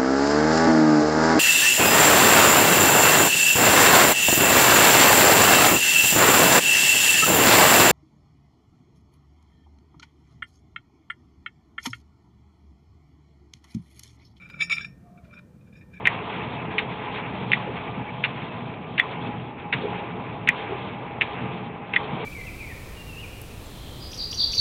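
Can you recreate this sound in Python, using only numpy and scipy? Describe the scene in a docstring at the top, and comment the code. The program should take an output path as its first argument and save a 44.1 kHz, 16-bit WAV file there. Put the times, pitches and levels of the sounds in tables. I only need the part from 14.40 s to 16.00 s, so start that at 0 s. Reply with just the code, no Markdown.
"""A small glass top wobbles on its side on a ceramic plate, close by in a quiet room.
Its rim skids twice with a hard, ringing chatter, rattles, then only grazes the glaze now and then.
Tiny impacts set glass and plate ringing, while friction adds a squeal and a dry rasp.
Under that the rolling makes the plate rumble, with a faint whirr that climbs and then sinks."""
import sys
import numpy as np
from scipy import signal
from scipy.fft import rfft, irfft
from scipy.io import wavfile
from scipy.ndimage import uniform_filter1d

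SR = 44100
rng = np.random.default_rng(int(sys.argv[2]) if len(sys.argv) > 2 else 0)


def unload_wav(signal):
    """Save mono or channel-first audio to the path in sys.argv[1] as 16-bit WAV at rate SR, clipped to [-1, 1]."""
    wavfile.write(
        sys.argv[1],
        SR,
        np.round(np.clip(np.atleast_2d(signal).T, -1, 1) * 32767).astype(np.int16),
    )


N = 70560
TIME = np.arange(N) / SR


def amp(db):
    """Decibels to gain."""
    return 10 ** (np.asarray(db) / 20)


def unit(x):
    """Scales to an rms of one."""
    return x / np.sqrt(np.mean(x ** 2) + 1e-20)


def sine(hz):
    """A steady tone with an rms of one."""
    return unit(np.sin(2 * np.pi * hz * TIME))


def decay(t60, age=TIME):
    """An envelope that falls 60 dB in t60 seconds."""
    return np.exp(-np.log(1000) * age / t60)


def wander(rate_hz):
    """Smooth random motion up to about this rate."""
    rolloff = np.exp(-(np.fft.rfftfreq(N, 1 / SR) / rate_hz) ** 2)
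    return unit(irfft(rfft(rng.standard_normal(N)) * rolloff, N))


def swell(peak, rise, fall):
    """Contact pressure grows and lets go: 21.5 dB down one rise before and one fall after the peak."""
    away = np.maximum((peak - TIME) / rise, (TIME - peak) / fall)
    return amp(-21.5 * np.minimum(away, 10) ** 1.07)


def colour(x, points):
    """A minimum-phase EQ of unit energy through (frequency [Hz], gain [dB]) points."""
    size = 8192
    hz, db = np.transpose(points)
    log_hz = np.log(abs(np.fft.fftfreq(size, 1 / SR)) + 1)
    log_gain = np.log(amp(np.interp(log_hz, np.log(hz), db)))
    taps = np.fft.ifft(np.exp(np.conj(signal.hilbert(log_gain)))).real[:size // 2]
    return signal.fftconvolve(x, taps / np.linalg.norm(taps))[:N]


def resonate(x, hz, width_hz):
    """A gliding resonance of about unit energy, with steep far skirts."""
    carrier = np.exp(2j * np.pi * np.cumsum(hz) / SR)
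    pole = np.exp(-np.pi * width_hz / SR)
    envelope = signal.lfilter([np.sqrt(2 * (1 - pole * pole))], [1, -pole], x / carrier)
    return (carrier * signal.lfilter(*signal.butter(2, 280, fs=SR), envelope)).imag


def ring(x, hz, t60):
    """Excites one decaying mode of unit energy, with a softened attack."""
    attack = 1 - np.exp(-(TIME / 0.00074) ** 2)
    mode = sine(hz) * decay(t60) * attack
    return signal.fftconvolve(x, mode / np.linalg.norm(mode))[:N]


def rim_force(pressure):
    """Tiny impacts and a few knocks of the rim: a light touch ticks unevenly, a hard skid grinds."""
    # unevenness of the impacts: (pressure [dB], spread [dB])
    grain_spread = [(-54, 4), (-25.5, 1)]
    # single knocks of the rim: (time [s], strength [dB])
    knocks = [(0.204, -9.5), (0.2111, -0.5), (.298, -1.5), (0.3687, -16), (0.408, -11.5), (0.4468, -10)]
    grains_per_s, chatter_db = 4400, 2
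    spread_db = np.interp(20 * np.log10(pressure), *np.transpose(grain_spread))
    grains = (rng.random(N) < grains_per_s / SR) * rng.choice([-1, 1], N)
    grains = grains * amp(spread_db * rng.standard_normal(N))
    grains /= np.sqrt(np.maximum(uniform_filter1d(grains ** 2, size=350), 1e-6))  # level over 8 ms
    chatter = unit(amp(chatter_db * wander(rate_hz=220)))  # the rim bounces, so the force flutters
    force = pressure * grains * chatter
    for s, db in knocks:
        force[round(s * SR)] += amp(db)
    return force


def squeal(pressure, hz):
    """Friction keeps up a rough, wavering tone that follows the pressure."""
    level_db, pitch_waver, roughness = 1, 0.01305, 0.24
    phase = 2 * np.pi * np.cumsum(hz * (1 + pitch_waver * wander(rate_hz=160))) / SR
    flutter = 1 + roughness * wander(rate_hz=96)
    return amp(level_db) * pressure * np.sqrt(2) * np.sin(phase) * flutter


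def skidding_top():
    """The glass rim skids on the glaze, squealing and driving the resonances of top and plate."""
    # skids: (peak time [s], rise [s], fall [s], pressure [dB], squeal pitch [Hz], plate pitch [Hz],
    # plate drive [dB], ringing drive [dB])
    skids = [(0.022, 0.1, 0.11, -48.5, 2350, 1386, -9.5, -6.5),
             (0.059, 0.012, 0.024, -51.5, 2370, 1410, -3, -8),
             (0.1, 0.004, 0.021, -43.5, 2360, 1470, -8, 0),
             (0.145, 0.027, 0.0069, -40.5, 2370, 1420, -9.5, -8),
             (0.162, 0.026, 0.035, -52, 2370, 1383, -3.5, -4),
             (0.199, 0.025, 0.01, -39.5, 2312, 1400, -6.5, 1.5),
             (0.21, 0.0074, 0.0099, -20, 2320, 1797, -15, 1.5),
             (0.221, 0.0077, 0.027, -20.5, 2324, 1922, -15, 1.5),
             (0.282, 0.02, 0.014, -47, 2340, 1400, -5, -5.5),
             (0.302, 0.0035, 0.03, -29.5, 2318, 1430, 0, -11),
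             (0.317, 0.016, 0.039, -18.5, 2320, 1357, -33.5, 2.5),
             (.367, 0.002, 0.016, -30, 2350, 1410, -17, -0.5),
             (0.383, 0.0082, 0.0034, -24.5, 2320, 1406, -21.5, -6.5),
             (.396, 0.023, 0.027, -36.5, 2330, 1322, -9.5, -6),
             (0.41, 0.015, 0.066, -40, 2330, 1666, -6.5, 0),
             (0.449, 0.0062, .011, -31.5, 2370, 1756, -13, -1.5),
             (0.467, 0.0078, 0.0098, -51.5, 2394, 1360, -3, -7),
             (0.777, 0.004, 0.027, -56, 2337, 1386, -3.5, -11.5),
             (0.852, 0.0092, 0.013, -62, 2360, 1401, 1.5, -14),
             (0.913, 0.023, 0.025, -59, 2360, 1390, -2.5, -29.5),
             (0.939, 0.023, 0.016, -51, 2340, 1388, 1, 0.5),
             (0.975, 0.04, 0.033, -49.5, 2390, 1416, -5, -21),
             (0.992, 0.0084, 0.0087, -45, 2400, 1387, -5.5, -7),
             (1.21, 0.0049, 0.035, -69.5, 2445, 1734, -11.5, 0),
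             (1.275, 0.023, 0.041, -68.5, 2400, 1597, -2.5, 0),
             (1.329, 0.0059, 0.033, -59.5, 2380, 1680, -5.5, 3),
             (1.356, 0.0061, 0.057, -54.5, 2408, 1700, -5, 0),
             (1.413, 0.0092, 0.036, -55.5, 2394, 1766, -5, -14.5),
             (1.538, 0.013, 0.057, -53.5, 2380, 1620, 0, 3.5),
             (1.573, 0.059, 0.043, -51, 2360, 1710, -4.5, -28)]
    # dull, quickly damped response of top and plate: (frequency [Hz], gain [dB])
    body_eq = [(300, -26.5), (700, -17.5), (1000, -25), (1200, -14), (1370, 0), (1560, -25), (1760, -4),
               (2100, -9), (2320, 9.5), (2560, 5.5), (2800, -10.5), (3050, -11.5), (3400, -12), (3620, -2),
               (4050, -16), (4350, -43.5), (4800, -35.5), (5800, -49), (7500, -42.5), (8600, -51.5),
               (15000, -64.5)]
    # ringing modes of plate and glass: (frequency [Hz], gain [dB], t60 [s])
    modes = [(878.7, -43, 0.22), (1347, -30, 0.086), (2536, -19.5, 0.04), (2670, -25.5, .08),
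             (2895, -37, 0.13), (3603, -15.5, 0.04), (3700, -22.5, .04), (4270, -40, 0.039),
             (4976, -19, 0.088), (5440, -22, 0.17), (5516, -29, 0.25), (6912, -25, 0.079),
             (6904, -33, 0.09), (7750, -39, .12), (9283, -36, 0.12), (9330, -35, .14), (9930, -51.5, .17),
             (10850, -60, .2), (12100, -46.5, .15), (13990, -60, 0.13), (15200, -64.5, .06)]
    rolling_db = -84  # the light contact that never stops
    powers = np.array([amp(db) * swell(*timing) for *timing, db in (row[:4] for row in skids)]) ** 2
    powers += 1e-20
    pressure = np.sqrt(powers.sum(0) + amp(rolling_db) ** 2)
    # overlapping skids blend their pitches and drives, the strongest leading
    squeal_hz, plate_hz, plate_db, ring_db = np.transpose(skids)[4:] @ powers / powers.sum(0)
    force = rim_force(pressure)
    plate = resonate(force * amp(plate_db), plate_hz, width_hz=125)
    body = amp(-5.5) * colour(force, body_eq)
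    ringing = sum(amp(db) * ring(force * amp(ring_db), hz, t60) for hz, db, t60 in modes)
    return plate + squeal(pressure, squeal_hz) + body + ringing


def rumble():
    """The rolling top shakes the plate on the table: low noise and a drone that follows its speed."""
    # drone of the rolling rim: (time [s], pitch [Hz], level [dB])
    drone_path = [(0.082, 120.2, -80), (.14, 133.6, -56.5), (.21, 159.3, -46), (0.271, 173, -54.5),
                  (0.421, 137.8, -51), (0.518, 132.8, -51), (0.621, 133.6, -62.5)]
    # tone of the shaking plate: (frequency [Hz], gain [dB])
    shake_eq = [(20, -30), (45, -15), (66, -3), (105, -6.5), (135, -3.5), (160, -2), (180, -1.5), (215, -4),
                (260, -12), (380, -17.5), (540, -22.5), (800, -31), (1300, -31.5), (2200, -41), (5000, -52)]
    # loudness of the shaking: (time [s], level [dB])
    shake_levels = [(0, -51), (.09, -52), (.62, -51), (1.25, -52), (1.6, -49.5)]
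    s, hz, db = np.transpose(drone_path)
    phase = 2 * np.pi * np.cumsum(np.interp(TIME, s, hz)) / SR
    drone = amp(np.interp(TIME, s, db)) * unit(np.sin(phase + 0.46 * wander(rate_hz=28)))
    shake = unit(colour(rng.standard_normal(N), shake_eq))
    return amp(np.interp(TIME, *np.transpose(shake_levels))) * shake + drone


def whirr():
    """A faint, fuzzy tone with a weaker upper partial climbs, then sinks and lingers on resonances."""
    # glide of the whirr: (time [s], pitch [Hz], level [dB])
    glide = [(0, 419, -84.5), (.17, 545, -62), (0.3, 607.6, -79.5), (0.589, 720.5, -84), (.66, 679, -65.5),
             (0.8, 681, -66), (1.0, 599.5, -71.5), (1.132, 496, -74.5), (1.39, 500, -75),
             (1.47, 534.4, -62.5), (1.6, 503, -77)]
    # resonances that sing as the whirr sinks through them: (start [s], end [s], pitch [Hz], level [dB])
    resonances = [(0.622, 0.833, 706, -60.5), (.785, 0.937, 660, -66.5), (0.834, 1.057, 590, -66),
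                  (1.037, 1.557, 496.2, -70)]
    width_hz, upper_ratio, upper_db, fade_s = 51, 1.72, -6.5, 0.037
    s, hz, db = np.transpose(glide)
    phase = 2 * np.pi * np.cumsum(np.interp(TIME, s, hz)) / SR
    lower = wander(width_hz) * np.sin(phase + wander(width_hz))
    upper = wander(2 * width_hz) * np.sin(upper_ratio * phase + wander(width_hz))
    tone = amp(np.interp(TIME, s, db)) * (unit(lower) + amp(upper_db) * unit(upper))
    for start, end, ring_hz, ring_db in resonances:
        fade = np.clip(np.minimum(TIME - start, end - TIME) / fade_s, 0, 1)
        tone += amp(ring_db) * fade * sine(ring_hz)
    return tone


def room_tone():
    """A quiet, steady bed of hiss and low hum."""
    # tone of the hiss: (frequency [Hz], gain [dB])
    hiss_eq = [(30, 0.5), (500, 0.5), (1500, 8), (3000, 5.5), (6000, 8.5), (10000, 2.5), (15000, -10)]
    hiss = amp(-80) * unit(colour(rng.standard_normal(N), hiss_eq))
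    hum = amp(-59.5) * sine(hz=178.7)
    return hiss + hum


def rub(strokes, eq):
    """Friction noise that swells with each stroke."""
    level = sum(amp(db) * swell(peak, rise, fall) for peak, rise, fall, db in strokes)
    return colour(level * rng.standard_normal(N), eq)


def grit():
    """Dry, gritty hisses at the contact that hardly ring."""
    # gritty strokes: (peak time [s], rise [s], fall [s], level [dB])
    strokes = [(0.0907, 0.0027, 0.011, -52), (0.0995, 0.0012, 0.014, -46.5), (0.846, 0.026, 0.13, -65),
               (.99, 0.0043, 0.0062, -53.5)]
    # tone of the grit: (frequency [Hz], gain [dB])
    grit_eq = [(500, -3), (1500, 15.5), (5000, -1), (9000, -13), (15000, -15.5)]
    return rub(strokes, grit_eq)


def rasp():
    """The rim drags with a coarser, higher rasp."""
    # drags of the rim: (peak time [s], rise [s], fall [s], level [dB])
    drags = [(.214, .012, .016, -27), (.329, .02, 0.0064, -27), (.384, 0.014, 0.0054, -36.5),
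             (.41, 0.03, 0.04, -44.5)]
    # tone of the rasp: (frequency [Hz], gain [dB])
    rasp_eq = [(2000, -35.5), (2700, -9.5), (3250, -2), (3620, 11.5), (4050, -10.5), (4400, -43),
               (7000, -58.5)]
    return rub(drags, rasp_eq)


def plate_bell():
    """The plate's long, pure note, renewed by the firmer blows."""
    # blows that set the plate singing: (time [s], level [dB])
    blows = [(.208, -50), (.32, -52), (.99, -72.5), (1.412, -68)]
    attack_s, t60_s = 0.008, 0.62
    level = np.zeros(N)
    for s, db in blows:
        age = np.maximum(TIME - s, 0)
        level += amp(db) * np.minimum(age / attack_s, 1) * decay(t60_s, age)
    return level * sine(hz=1820)


def glass_tinks():
    """One high note of the glass swells briefly as it is rubbed."""
    # tinks of the glass: (peak time [s], level [dB])
    tinks = [(0.328, -36), (0.418, -46.5), (0.944, -67.5), (1.371, -73)]
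    return sum(amp(db) * swell(s, rise=0.014, fall=0.037) for s, db in tinks) * sine(hz=5483)


def reverb(x):
    """The room's faint, diffuse tail, whose treble dies first."""
    noise = rng.standard_normal(N) * (TIME > 0.005)  # 5 ms pre-delay
    low = signal.sosfilt(signal.butter(2, 4000, fs=SR, output="sos"), noise)
    tail = low * decay(t60=0.3) + 0.5 * (noise - low) * decay(t60=0.093)
    return amp(-29.5) * signal.fftconvolve(x, tail / np.linalg.norm(tail))[:N]


def scene():
    """The contact sounds with a touch of reverb, over rumble, whirr and room tone, in mono."""
    contact = skidding_top() + grit() + rasp() + plate_bell() + glass_tinks()
    return (contact + reverb(contact) + rumble() + whirr() + room_tone())[None]


def record(dry):
    """A steep low-pass takes off the highest treble."""
    lowpass = signal.firwin(511, cutoff=15400, window=("kaiser", 9), fs=SR)
    return signal.oaconvolve(dry, lowpass[None], "same")


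dry = scene()
out = record(dry)
unload_wav(out)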